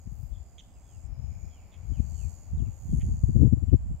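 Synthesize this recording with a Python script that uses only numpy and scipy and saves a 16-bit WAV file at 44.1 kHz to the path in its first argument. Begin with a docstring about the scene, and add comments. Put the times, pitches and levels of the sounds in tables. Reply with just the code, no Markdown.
"""Dry open scrubland on a hot day. A distant wash and faint insects sound throughout, and at first only
light gusts buffet the left microphone port. Birds give thin slurred whistles and a few sharp chips; one
buzzing insect stops abruptly at 1.1 s and creeps back. After 2 s dry fronds rustle and a katydid swells
on the right, its scraped wings ringing near 7 kHz. From 2.5 s the gusts reach the right port too, and in
the last second their turbulence rumbles hardest, mostly on the left."""
import sys
import numpy as np
from scipy import signal
from scipy.fft import rfft, irfft
from scipy.io import wavfile
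from scipy.ndimage import uniform_filter1d

SR = 44100
rng = np.random.default_rng(int(sys.argv[2]) if len(sys.argv) > 2 else 0)


def store_pcm(level_fs):
    """Save levels as 16-bit WAV."""
    pcm = np.round(np.clip(level_fs, -1, 1) * 32767).astype(np.int16)
    wavfile.write(sys.argv[1], SR, np.atleast_2d(pcm).T)


N = 176400
TIME_S, BIN_HZ = np.arange(N) / SR, np.fft.rfftfreq(N, 1 / SR)


def amp(db):
    """Decibels as an amplitude ratio."""
    return 10 ** (np.asarray(db) / 20)


def unit(x):
    """Normalisation to unit RMS."""
    return x / np.sqrt(np.mean(x ** 2) + 1e-30)


def curve(points):
    """Linear interpolation over time."""
    return np.interp(TIME_S, *np.transpose(points))


def spectrum(points):
    """Interpolation over log frequency."""
    hz, value = np.transpose(points)
    return np.interp(np.log(BIN_HZ + 1), np.log(hz), value)


def shaped(x, gain):
    """Spectral filtering, returned at unit RMS."""
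    return unit(irfft(rfft(x) * gain, N))


def drift(hz):
    """Random modulation: noise low-passed at the given rate."""
    return shaped(rng.standard_normal(N), 1 / (1 + (BIN_HZ / hz) ** 4))


def swell(peak_s, sigma_s, db):
    """A Gaussian envelope."""
    return amp(db) * np.exp(-.5 * ((TIME_S - peak_s) / sigma_s) ** 2)


def panned(x, left_db):
    """Direction by level difference; negative is to the right."""
    return x * amp([[left_db / 2], [-left_db / 2]])


def add(mix, start_s, sound):
    """Superposition of a sound from its start time."""
    part = mix[max(round(start_s * SR), 0):][:len(sound)]
    part += sound[:len(part)]


# Spectrum of the wash: frequency_hz, relative_db
WASH_SPECTRUM = [(20, -8), (60, 0.7), (260, -13), (420, -21), (720, -17), (1100, -26), (1700, -33),
                 (2600, -33), (3800, -42.5), (4800, -38), (8500, -47), (13000, -43), (15700, -47)]
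# Likeness of left and right: frequency_hz, correlation
WASH_CORRELATION = [(100, 0.94), (14000, 0.031)]
# Slight swell of the wash: time_s, level_db
WASH_ENVELOPE = [(0, -58.5), (2.1, -55), (4, -57)]


def wash():
    """Partial coherence: distant air and foliage, alike at both ports in the bass, unlike in the treble."""
    left, independent = rfft(rng.standard_normal((2, N)))
    correlation = np.clip(spectrum(WASH_CORRELATION), -1, 1)
    right = correlation * left + np.sqrt(1 - correlation ** 2) * independent
    pair = irfft(np.array([left, right]) * amp(spectrum(WASH_SPECTRUM)), N)
    return unit(pair) * amp(curve(WASH_ENVELOPE))


# Insect trills near 5 kHz, a faint bird chorus near 2.3 kHz:
# pitch_hz, bandwidth_hz, peak_s, sigma_s, level_db
FAR_VOICES = [(4954, 52, 0.73, 1, -82), (5270, 20, 1.29, 0.27, -77), (2320, 190, 1.56, 0.32, -73.5)]


def far_voices(pulse_hz=131.4, wander=.003):
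    """Amplitude modulation: narrow noise bands swell and fade as far insect trills and a bird chorus."""
    out = 0
    pulses = 1 + np.cos(2 * np.pi * np.cumsum(pulse_hz * (1 + wander * drift(8.5))) / SR)
    for hz, bandwidth_hz, *envelope in FAR_VOICES:
        resonance = 1 / (1 + ((BIN_HZ - hz) / bandwidth_hz * 2) ** 2)
        tone = shaped(rng.standard_normal((2, N)), resonance)
        out += unit(tone * pulses) * swell(*envelope)
    return out


# Fronds above 10 kHz, the katydid's wing peak near 4.6 kHz:
# peak_s, sigma_s, level_db, centre_hz, sigma_octaves
HISS_BANDS = [(0.213, 0.074, -69, 14900, 0.76), (2.143, 0.23, -76.5, 4650, 0.14),
              (2.25, 0.19, -75.5, 11500, 0.61), (2.974, .091, -69.5, 10300, 0.17)]


def hisses(grain_db=1.5):
    """Modulated band noise: dry fronds rustle, and a narrow hiss swells with the katydid's buzz."""
    out = 0
    for *envelope, hz, octaves in HISS_BANDS:
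        grains = rng.standard_normal((2, N)) * amp(grain_db * drift(90))
        band = np.exp(-.5 * (np.log2((BIN_HZ + 1) / hz) / octaves) ** 2)
        out += swell(*envelope) * shaped(grains, band)
    return out


def whistle(length_s, top_hz, db, fall, peak_at=.1, quaver=.028):
    """Frequency modulation: a quavering tone slides down by the fraction `fall` and levels out."""
    progress = np.arange(0, 1, 1 / (length_s * SR))
    n = len(progress)
    slide = np.sin(np.pi / 2 * (progress - peak_at) / (1 - peak_at)) ** 2
    hz = top_hz * (1 - fall * slide) * (1 + quaver * drift(250)[:n])
    envelope = amp(db + 2 * drift(90)[:n]) * np.sin(np.pi * progress)
    return envelope * np.sqrt(2) * np.sin(2 * np.pi * np.cumsum(hz) / SR)


def chip(length_s, top_hz, db, octave_db, low_db, arch=.27, peak_at=.33, flutter=.055):
    """Biphonation: a rough, arching note and its octave sound over a raspy lower voice."""
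    low_ratio, rasp_hz, rough_db = .72, 450, 4
    progress = np.arange(0, 1, 1 / (length_s * SR))
    n = len(progress)
    hz = top_hz * (1 - arch * (progress - peak_at) ** 2) * (1 + flutter * drift(510)[:n])
    phase = 2 * np.pi * np.cumsum(hz) / SR
    rasp = drift(rasp_hz)[:n] * np.sin(low_ratio * phase)
    voice = np.sin(phase) + amp(octave_db) * np.sin(2 * phase) + amp(low_db) * rasp
    envelope = amp(db + rough_db * drift(rasp_hz)[:n]) * np.sin(np.pi * progress) ** .48
    return envelope * voice


# Falling whistles: start_s, length_s, top_hz, level_db
BIRD_SLURS = [(.68, 0.16, 3100, -82.5), (.82, .2, 3464, -78.5), (1.485, 0.17, 3370, -73.5),
              (1.915, 0.1, 3160, -70.5), (2.13, .17, 3123, -73), (2.568, .054, 3820, -74),
              (2.645, .05, 2840, -73.5), (2.85, .19, 3424, -82.5), (3.68, 0.04, 3390, -75.5)]
# Level notes: start_s, length_s, pitch_hz, level_db
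BIRD_PIPS = [(.315, 0.075, 3410, -73)]
# Sharp chips: start_s, length_s, top_hz, level_db, octave_relative_db, low_voice_relative_db
BIRD_CHIPS = [(0.58, 0.032, 3330, -52, -6.5, -15), (1.717, 0.052, 3410, -67, -7, 0),
              (2.997, 0.04, 3090, -64, -32.5, 1.5)]


def birds(echo_db=-1, t60_s=.45):
    """Reverberation: the bushes give the calls a short echo; the nearer chips are drier."""
    far, near = np.zeros((2, N))
    for notes, fall in (BIRD_SLURS, .3), (BIRD_PIPS, 0):
        for start_s, *note in notes:
            add(far, start_s, whistle(*note, fall))
    for start_s, *note in BIRD_CHIPS:
        add(near, start_s, chip(*note))
    t = TIME_S[:SR // 2]
    tail = rng.standard_normal((2, len(t))) * amp(-60 * t / t60_s)
    tail /= np.linalg.norm(tail[0])
    echo = signal.fftconvolve((far + .41 * near)[None], tail, axes=1)[:, :N]
    return far + panned(near, left_db=-6) + amp(echo_db) * echo


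def patchy(x, depth_db=3):
    """Time-varying filtering: the tone colour shifts in slow random patches."""
    frames = signal.stft(x, nperseg=1024)[2]
    patches = uniform_filter1d(rng.standard_normal(frames.shape[1:]), size=9, axis=0)  # over frequency
    patches = uniform_filter1d(patches, size=30, axis=1)  # over time
    return signal.istft(frames * amp(depth_db * unit(patches)))[1][:, :N]


def stridulate(envelope, wing, left_db, stroke_hz=86.9, tooth_hz=348.2, scatter_db=-4.5):
    """Stridulation: each stroke's uneven tooth impacts ring the wing; the brush scatters some sound."""
    duty, wander = .89, .003
    phase = np.cumsum(stroke_hz * (1 + wander * drift(2.7))) / SR % 1
    stroke = np.sin(np.pi * np.minimum(phase / duty, 1)).clip(0) ** .5
    tooth = np.floor(phase / stroke_hz * tooth_hz + .5 + .18 * drift(150))
    impacts = np.diff(tooth, prepend=0) > 0
    resonances = amp(spectrum(wing))
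    direct = shaped(impacts * stroke, resonances)
    ports = np.array([np.roll(direct, 14), direct])  # reaches the left port 14 samples later
    scatter = shaped(rng.standard_normal((2, N)) * (stroke + .5), resonances)
    buzz = panned(ports, left_db) + amp(scatter_db) * panned(scatter, left_db / 2)
    return buzz * amp(curve(envelope))


# Song of the near katydid: time_s, level_db
KATYDID_ENVELOPE = [(0, -71.5), (.75, -75.5), (.93, -68), (1.13, -78.5), (1.4, -69.5), (1.75, -73),
                    (2.2, -59), (2.55, -70), (2.93, -60.5), (3.4, -66), (3.6, -73.5), (4, -80.5)]
# Its wing resonances: frequency_hz, relative_db
KATYDID_SPECTRUM = [(3750, -44), (4500, -13.5), (5550, -24.5), (6600, -5), (7030, 5.5), (7500, -14.5),
                    (8000, -20.5), (9450, -21), (10400, -28), (12000, -18.5), (15700, -30)]
# A fainter insect that stops abruptly and creeps back: time_s, level_db
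BUZZER_ENVELOPE = [(.05, -79.5), (1.07, -73), (1.085, -100), (2.3, -71), (2.5, -79)]
# Its wing resonances: frequency_hz, relative_db
BUZZER_SPECTRUM = [(5500, -32), (6500, -10), (7450, 6), (7950, -10), (15700, -29.5)]


def insects():
    """Wing resonance gives each of two insects on the right its own buzz."""
    katydid = stridulate(KATYDID_ENVELOPE, KATYDID_SPECTRUM, left_db=-9)
    return katydid + stridulate(BUZZER_ENVELOPE, BUZZER_SPECTRUM, left_db=-17)


# Gusts at the left port: time_s, strength_db
LEFT_GUSTS = [(0, -49.5), (.37, -37.5), (.5, -64), (.88, -59), (.98, -41), (1.24, -32.5), (1.72, -55),
              (1.86, -30.5), (2.07, -28), (2.26, -34.5), (2.45, -45), (2.58, -27.5), (2.82, -57.5),
              (2.94, -18), (3.12, -26.5), (3.18, -38), (3.39, -19.5), (3.5, -29), (3.68, -24.5), (3.8, -35),
              (3.95, -31), (4, -87)]
# Gusts at the right port: time_s, strength_db
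RIGHT_GUSTS = [(2.48, -60), (2.54, -31.5), (2.77, -57), (2.87, -34), (3.06, -28), (3.2, -42), (3.36, -33.5),
               (3.68, -48), (3.85, -29), (4, -46)]
# Single eddies striking the left port: peak_s, sigma_s, strength_db
LEFT_BUFFETS = [(0.074, 0.0098, -29.5), (0.122, 0.0077, -29), (0.238, 0.0086, -28), (2.001, 0.0036, -12.5),
                (2.602, 0.0075, -22), (2.682, 0.015, -24), (3.123, 0.0091, -18.5), (3.24, 0.0038, -9),
                (3.292, .009, -16), (3.363, 0.0079, -11.5), (3.437, 0.036, -12), (3.532, 0.0086, -10.5),
                (3.74, 0.012, -7.5)]
# Turbulence spectrum at the reference strength: frequency_hz, relative_db
RUMBLE_SPECTRUM = [(25, -13), (55, 0.5), (90, 1.5), (150, -8.5), (260, -18), (400, -31.5), (650, -50.5),
                   (1500, -89.5)]


def wind(gusts, buffets=(), lump_db=5, lump_hz=21.4, port_cutoff_hz=42.6):
    """Turbulent pressure at one port: the harder the wind blows, the higher its rumble reaches."""
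    reference_db, knee_hz, brighten = -16, 64, .49  # brighten: dB per octave per dB of strength
    strength = amp(curve(gusts) + lump_db * drift(lump_hz))
    for buffet in buffets:
        strength = np.hypot(strength, swell(*buffet))
    rumble = shaped(rng.standard_normal(N), amp(spectrum(RUMBLE_SPECTRUM)))
    power = uniform_filter1d(abs(signal.hilbert(rumble)) ** 2, size=900)
    eddies = rfft(unit(rumble / np.sqrt(power)))  # evened out, so the strength shapes the level
    octaves = np.log2(np.maximum(BIN_HZ / knee_hz, 1))
    pressure = 0
    for octave in range(6):
        band = irfft(eddies * np.maximum(1 - abs(octaves - octave), 0), N)
        tilt = (strength / amp(reference_db)) ** (brighten * (min(octave, 3) - .5))
        pressure += band * strength * tilt
    return signal.lfilter(*signal.butter(2, port_cutoff_hz, "highpass", fs=SR), pressure)


def scene():
    """Superposition of all sources at the left and right ports."""
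    gusts = np.array([wind(LEFT_GUSTS, LEFT_BUFFETS), wind(RIGHT_GUSTS)])
    buzz = insects()
    return wash() + patchy(buzz + hisses()) + far_voices() + birds() + gusts


def record(dry, cutoff_hz=15740):
    """Band limiting: a steep low-pass removes the highest treble."""
    lowpass = signal.firwin(1023, cutoff_hz, window=("kaiser", 9), fs=SR)
    return signal.oaconvolve(dry, lowpass[None], "same")


dry = scene()
out = record(dry)
store_pcm(out)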